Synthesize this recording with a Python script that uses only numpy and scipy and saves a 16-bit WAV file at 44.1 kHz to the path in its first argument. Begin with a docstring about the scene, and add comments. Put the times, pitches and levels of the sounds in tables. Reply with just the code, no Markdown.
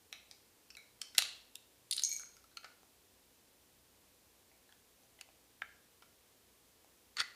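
"""On the tiled floor of a quiet, bare room, hollow plastic building bricks are handled.
They click as they are pressed and prised, each snap exciting damped resonances of walls and cavities.
Two loose pieces drop and bounce, ringing in their modes; a last press ends in a stick-slip crunch.
Hard walls reflect every click; below lie the room's hum and the microphone's hiss."""
import sys
import numpy as np
from scipy import signal
from scipy.fft import rfft, irfft
from scipy.io import wavfile

SR = 44100
rng = np.random.default_rng(int(sys.argv[2]) if len(sys.argv) > 2 else 0)


def wav_record(signal):
    """Record a signal, one row per channel, as 16-bit PCM in the file named by sys.argv[1]."""
    frames = np.transpose(np.atleast_2d(signal))
    bounded = np.clip(frames, -1, 1)
    # unit amplitude maps onto the largest positive 16-bit level
    quanta = np.round(bounded * 32767).astype(np.int16)
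    wavfile.write(sys.argv[1], SR, quanta)


N = 324135
LEAD = 256   # samples of a contact that precede its snap


def amp(db):
    """Amplitude ratio of a level in dB."""
    return 10 ** (np.asarray(db) / 20)


def at_hz(points, hz):
    """Interpolation of (Hz, value) points on a logarithmic frequency axis."""
    frequencies, values = np.transpose(points)
    return np.interp(np.log(hz), np.log(frequencies), values)


def unit_peak(x):
    """Normalisation to a peak of 1."""
    return x / np.max(np.abs(x))


def ring(force, hz, t60):
    """Damped oscillator: an impulse starts a sine that falls 60 dB in t60 seconds."""
    r, w = amp(-60 / (t60 * SR)), 2 * np.pi * hz / SR
    return signal.lfilter([0, np.sin(w)], [1, -2 * r * np.cos(w), r * r], force)


def soft_ring(force, hz, t60):
    """Resonators in cascade: a broad second one at the same pitch rounds the attack."""
    return ring(ring(force, hz, t60), hz, 3 / hz) * hz / SR


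def add(out, start_s, sound, build_up_s=0.00049):
    """Superposition of a contact sound, its snap falling just after its audible start."""
    i = round((start_s + build_up_s) * SR) - LEAD
    out[i:i + len(sound)] += sound[:N - i]


def hum_and_hiss():
    """Filtered noise: a broad spectrum is heard as steady hiss, narrow bands as wavering hum."""
    # Each row: frequency in Hz, relative spectral density in dB.
    spectrum = [(15, -63), (25, -6), (44, -13.5), (97, -2), (130, -16), (153, -6), (242, -2.5), (416, -3.5),
                (516, -2.5), (560, -6.5), (1100, -9.5), (1230, -12), (3250, -11), (14400, -13.5),
                (16000, -14.5)]
    # Each row: centre in Hz, bandwidth in Hz, RMS level in dB.
    hum_bands = [(61, 10, -84), (89.8, 8.3, -88), (121.8, 8, -88), (445.4, 10, -96.5)]
    hz = np.maximum(np.arange(N // 2 + 1) * SR / N, 1)
    hiss = irfft(rfft(rng.standard_normal(N)) * amp(at_hz(spectrum, hz)), N)
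    out = amp(-67.5) * hiss / np.std(hiss)
    for hum_hz, width, db in hum_bands:
        band = irfft(rfft(rng.standard_normal(N)) / (1 + (2 * (hz - hum_hz) / width) ** 2), N)
        out += amp(db) * band / np.std(band)
    return out


def contact(decay_s, cutoff_hz=1150, swell_db=-6, swell_s=0.0011):
    """Contact force: a brief swell of noise softens the attack, then the contact snaps and grates."""
    t = (np.arange(2300) - LEAD) / SR
    swell = amp(swell_db) * np.exp(np.minimum(t, 0) / swell_s)
    grating = np.exp(-np.abs(t) / decay_s)
    force = 0.2 * rng.standard_normal(len(t)) * np.where(t < 0, swell, grating)
    force[LEAD] = 1
    # A small body radiates little bass.
    return signal.sosfilt(signal.butter(5, cutoff_hz, "high", fs=SR, output="sos"), force)


def hollow(force, hz, cycles):
    """A brick's wall or cavity resonates briefly over a higher, inharmonic clack."""
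    t60 = np.clip(cycles, 3, 50) / hz
    return unit_peak(soft_ring(force, hz, t60) + 0.13 * ring(force, 1.472 * hz, 7.2 / hz))


def clicks(stack_hz=1400, thud_hz=765, crack_hz=(4930, 11600)):
    """Impulsive excitation: each snap rings, cracks and thuds. Returns direct sound and room feed."""
    # Each row: start in seconds, low ring in Hz, its level in dB, high ring in Hz, its level in dB,
    # crack peak in dB, thud peak in dB, contact decay in seconds, ring length in cycles,
    # gain past the hands to the walls in dB.
    snaps = [(0.127, 2470, -34, 3950, -30.5, -37.5, -51, 0.0019, 11, 2),
             (0.312, 2120, -53, 5300, -39, -44, -59, 0.0014, 13, 2),
             (0.703, 2650, -46, 5310, -44.5, -55, -70, 0.0056, 49, -0.5),
             (0.751, 2620, -50, 4400, -48, -58, -75, 0.0011, 53, -11),
             (0.769, 2250, -46, 4110, -44, -39, -62, 0.0014, 75, 5.5),
             (1.016, 3040, -33, 5000, -27, -26, -63, 0.002, 15, -0.5),
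             (1.149, 2200, -42.5, 5340, -36.5, -43, -66, 0.0025, 9.8, 3.5),
             (1.17, 2510, -51, 5820, -49, -44, -65, 0.0013, 18, 2),
             (1.1817, 2460, -16.5, 4250, -6, -9.5, -43, 0.00085, 12, -1.4),
             (1.188, 2436, -21, 3683, -26.5, -15.5, -35.5, 0.00089, 13, -3.5),
             (1.222, 2270, -40, 3920, -20.5, -27, -46, 0.0019, 18, -1.5),
             (1.555, 2710, -49, 3850, -37, -31.5, -75, 0.0013, 27, -2.5),
             (2.196, 1560, -48, 4570, -69, -38, -71, 0.00099, 11, 5),
             (2.233, 1444, -45.5, 5860, -59, -63, -63, 0.0012, 38, -10.5),
             (2.258, 1450, -61, 6040, -47, -64, -78, 0.0012, 25, 5),
             (2.367, 1420, -56.5, 5350, -50, -53, -80, 0.0018, 13, 3),
             (2.441, 1350, -57.5, 4360, -59, -55, -66, 0.0014, 33, -7),
             (2.514, 1560, -65, 4440, -59, -64, -75, 0.00096, 29, 7),
             (2.571, 1353, -43, 4250, -33, -43, -60, 0.0016, 38, -4),
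             (2.577, 2440, -51, 3880, -60, -50, -66, 0.002, 18, 0.1),
             (2.632, 1640, -51.5, 3980, -64, -60, -64, 0.0012, 16, 8),
             (2.644, 1520, -41, 4960, -42, -54, -48.5, 0.0054, 12.5, -0.5),
             (2.831, 1440, -65.5, 3210, -62, -58, -57, 0.0012, 16, 2.5),
             (4.515, 2330, -57, 4780, -63, -64, -61, 0.0012, 12, 5.5),
             (4.691, 1740, -60.5, 4280, -62, -68, -64, 0.0011, 32, 5.3),
             (4.724, 1690, -57, 3200, -51.5, -53.5, -62, 0.0016, 20, -4),
             (5.034, 2430, -63, 6000, -59.5, -69, -62, 0.0012, 18, 4),
             (5.189, 2130, -57, 2910, -56, -69, -62, 0.0014, 25, 5.5),
             (5.211, 2590, -41, 4460, -37.5, -37, -57, 0.0034, 24, -7.5),
             (5.288, 2470, -60, 5060, -72, -75, -54.5, 0.0013, 18, 0.1),
             (5.619, 1593, -24, 2520, -39.5, -50, -44, 0.0026, 9.2, -5),
             (6.022, 1260, -53, 3500, -51, -55.5, -57.5, 0.0055, 7, -0.5),
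             (6.845, 2590, -65.5, 5300, -67, -62, -55, 0.0012, 20, -4),
             (7.169, 1350, -35, 4450, -29, -40, -61, 0.0012, 19, 5.5),
             (7.184, 1750, -35, 3560, -31, -47, -63, 0.0015, 15, 1),
             (7.202, 1400, -29, 4430, -19.5, -40, -60, 0.0019, 18, -12),
             (7.214, 1930, -30, 4040, -53, -36, -49, 0.0012, 18, 0.5)]
    direct, to_walls = np.zeros((2, N))
    crack_band = signal.butter(2, crack_hz, "band", fs=SR, output="sos")
    push_release = np.diff(np.hanning(40), prepend=np.zeros(LEAD + 1), append=np.zeros(2004))
    thud = unit_peak(ring(push_release, thud_hz, 7.1 / thud_hz))
    for s, low_hz, low_db, high_hz, high_db, crack_db, thud_db, decay_s, cycles, walls_db in snaps:
        force = contact(decay_s)
        crack_force = contact(0.000765 + 0.37 * decay_s)
        crack = amp(crack_db) * unit_peak(signal.sosfilt(crack_band, crack_force))
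        stack_clack = amp(-13) * unit_peak(soft_ring(force, stack_hz, 5 / stack_hz))
        low = amp(low_db) * (hollow(force, low_hz, cycles) - stack_clack)
        high = amp(high_db) * hollow(force, high_hz, cycles)
        body = low - high + amp(thud_db) * thud
        add(direct, s, body + crack)
        # The crack is more directional and reaches the walls less.
        add(to_walls, s, amp(walls_db) * (body + amp(-5) * crack))
    return direct, to_walls


def room(sound):
    """Reverberation: early reflections, then a diffuse field that decays band by band."""
    # Each row: delay from a near hard surface in seconds, level in dB.
    echoes = [(.0055, -16), (0.013, -16)]
    # Each row: frequency in Hz, reverberation time in seconds.
    decay_times = [(300, 1), (1000, 0.45), (3000, 0.52), (8000, 0.41), (14000, .3)]
    # Each row: frequency in Hz, gain of the diffuse field in dB.
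    tail_gains = [(300, -38), (1000, -35.5), (3000, -37.5), (8000, -36), (14000, -39)]
    t = np.arange(SR) / SR
    response = np.zeros(SR)
    edges_hz = 180 * 2 ** np.arange(0, 7, .5)
    white = rng.standard_normal((2, SR))
    for k, (low, high) in enumerate(zip(edges_hz, edges_hz[1:])):
        hz = np.sqrt(low * high)
        band = signal.sosfilt(signal.butter(2, [low, high], "band", fs=SR, output="sos"), white[k % 2])
        response += amp(at_hz(tail_gains, hz) - 60 * t / at_hz(decay_times, hz)) * band
    response *= 1 - np.exp(-t / 0.00043)   # the tail builds up as echoes multiply
    for delay, db in echoes:   # furniture smears each reflection
        smear = np.convolve(rng.standard_normal(39), [.5, .5]) * np.exp(-np.arange(40) / 10)
        response[round(delay * SR):][:40] += amp(db) * smear / np.linalg.norm(smear)
    return signal.fftconvolve(sound, response)[:N]


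def bounces(landings, modes, lowest_db, rise_db_per_s, contact_s, cutoff_hz, upper_hz):
    """Modal excitation: hard corners favour the upper modes; later, flatter landings wake the lowest."""
    out = np.zeros(N)
    highpass = signal.butter(4, upper_hz, "high", fs=SR, output="sos")
    for s, db, tilt_db in landings:
        force = contact(contact_s, cutoff_hz, swell_db=-60)
        scatter_db = rng.normal(0, 2, len(modes))
        lowest, *upper = [amp(mode_db + tilt_db * np.log2(hz / 5500) + scatter) * soft_ring(force, hz, t60)
                          for (hz, mode_db, t60), scatter in zip(modes, scatter_db)]
        clatter = unit_peak(signal.sosfilt(highpass, sum(upper)))
        settling_db = min(lowest_db + rise_db_per_s * (s - landings[0][0]), -22.5)
        add(out, s, amp(db) * (clatter + amp(settling_db) * unit_peak(lowest)))
    return out


def dropped_brick():
    """A brick lands corner after corner, each impact exciting its heavily damped modes."""
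    # Each row: start in seconds, peak level in dB, spectral tilt in dB per octave.
    landings = [(1.9104, -21, 12), (1.9257, -20.5, -20.5), (1.931, -26, 9), (1.965, -24, 25),
                (1.9756, -31, -1), (1.9796, -25, -24), (1.9939, -25, 1), (2.0204, -30.5, 7)]
    # Each row: mode frequency in Hz, relative gain in dB, 60 dB decay time in seconds.
    modes = [(1700, 0, 0.00085), (3520, -27, 0.017), (4000, 10, 0.01), (4350, 31.5, 0.0048),
             (4870, 20.5, 0.0077), (5930, -34.5, 0.0035), (7510, 20.5, 0.0017), (8770, 20, 0.0025),
             (9340, 9, 0.0032), (10320, 11, 0.013), (12230, -10.5, .004), (14500, -34.5, 0.0034)]
    return bounces(landings, modes, lowest_db=-36, rise_db_per_s=150,
                   contact_s=0.0029, cutoff_hz=1400, upper_hz=3000)


def dropped_piece():
    """A small piece bounces and wobbles to rest; lighter damping lets it ring longer."""
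    # Each row: start in seconds, peak level in dB, spectral tilt in dB per octave.
    landings = [(2.0358, -16, 14), (2.0486, -20, -5), (2.0654, -54, 20), (2.0924, -29, 29),
                (2.1151, -27, 4), (2.1265, -27, 27), (2.1354, -30, 22), (2.1635, -28, 20), (2.184, -42, 2),
                (2.2166, -45, 19)]
    # Each row: mode frequency in Hz, relative gain in dB, 60 dB decay time in seconds.
    modes = [(2283, 0, 0.053), (4290, 7, 0.042), (5840, 9, 0.0066), (6494, 16.5, 0.017),
             (7500, -24.5, 0.0029), (8270, 3.5, 0.0047), (8800, -33, 0.0072), (12400, -16, 0.0051),
             (15900, -38, 0.0034)]
    return bounces(landings, modes, lowest_db=-43, rise_db_per_s=500,
                   contact_s=0.00034, cutoff_hz=1800, upper_hz=3930)


def crunch(slips_per_s=3000):
    """Stick-slip friction: studs grate home at random and drive the modes of a pressed plate."""
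    # Each row: time in seconds, grating level in dB.
    levels = [(7.163, -58), (7.167, -56.5), (7.205, -31.5), (7.226, -43)]
    # Each row: mode frequency in Hz, relative gain in dB, 60 dB decay time in seconds.
    modes = [(1350, -3, 0.015), (1830, -1, 0.014), (2530, 0, 0.0048), (3480, -0.5, 0.0088),
             (4420, -0.5, 0.013), (5470, -4, 0.0062), (6700, -7.5, 0.0033), (8800, -7, 0.0054)]
    slips = rng.standard_normal(N) * (rng.random(N) < slips_per_s / SR)
    grating = sum(amp(db) * ring(slips, hz, t60) * (-1) ** k for k, (hz, db, t60) in enumerate(modes))
    envelope = amp(np.interp(np.arange(N) / SR, *np.transpose(levels), left=-200, right=-200))
    return envelope * grating / np.std(grating)


def scene():
    """Superposition of direct sound, reverberation and background noise in one channel."""
    pressed, clicks_to_walls = clicks()
    brick, piece, plate = dropped_brick(), dropped_piece(), crunch()
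    to_walls = clicks_to_walls + amp(-2.5) * brick + amp(3.0) * piece + amp(-11.0) * plate
    return (pressed + brick + piece + plate + room(to_walls) + hum_and_hiss())[None]


def record(dry):
    """Band limiting: a steep low-pass filter is 60 dB down at 16 kHz."""
    return signal.sosfilt(signal.cheby2(14, 60, 16000, fs=SR, output="sos"), dry)


dry = scene()
out = record(dry)
wav_record(out)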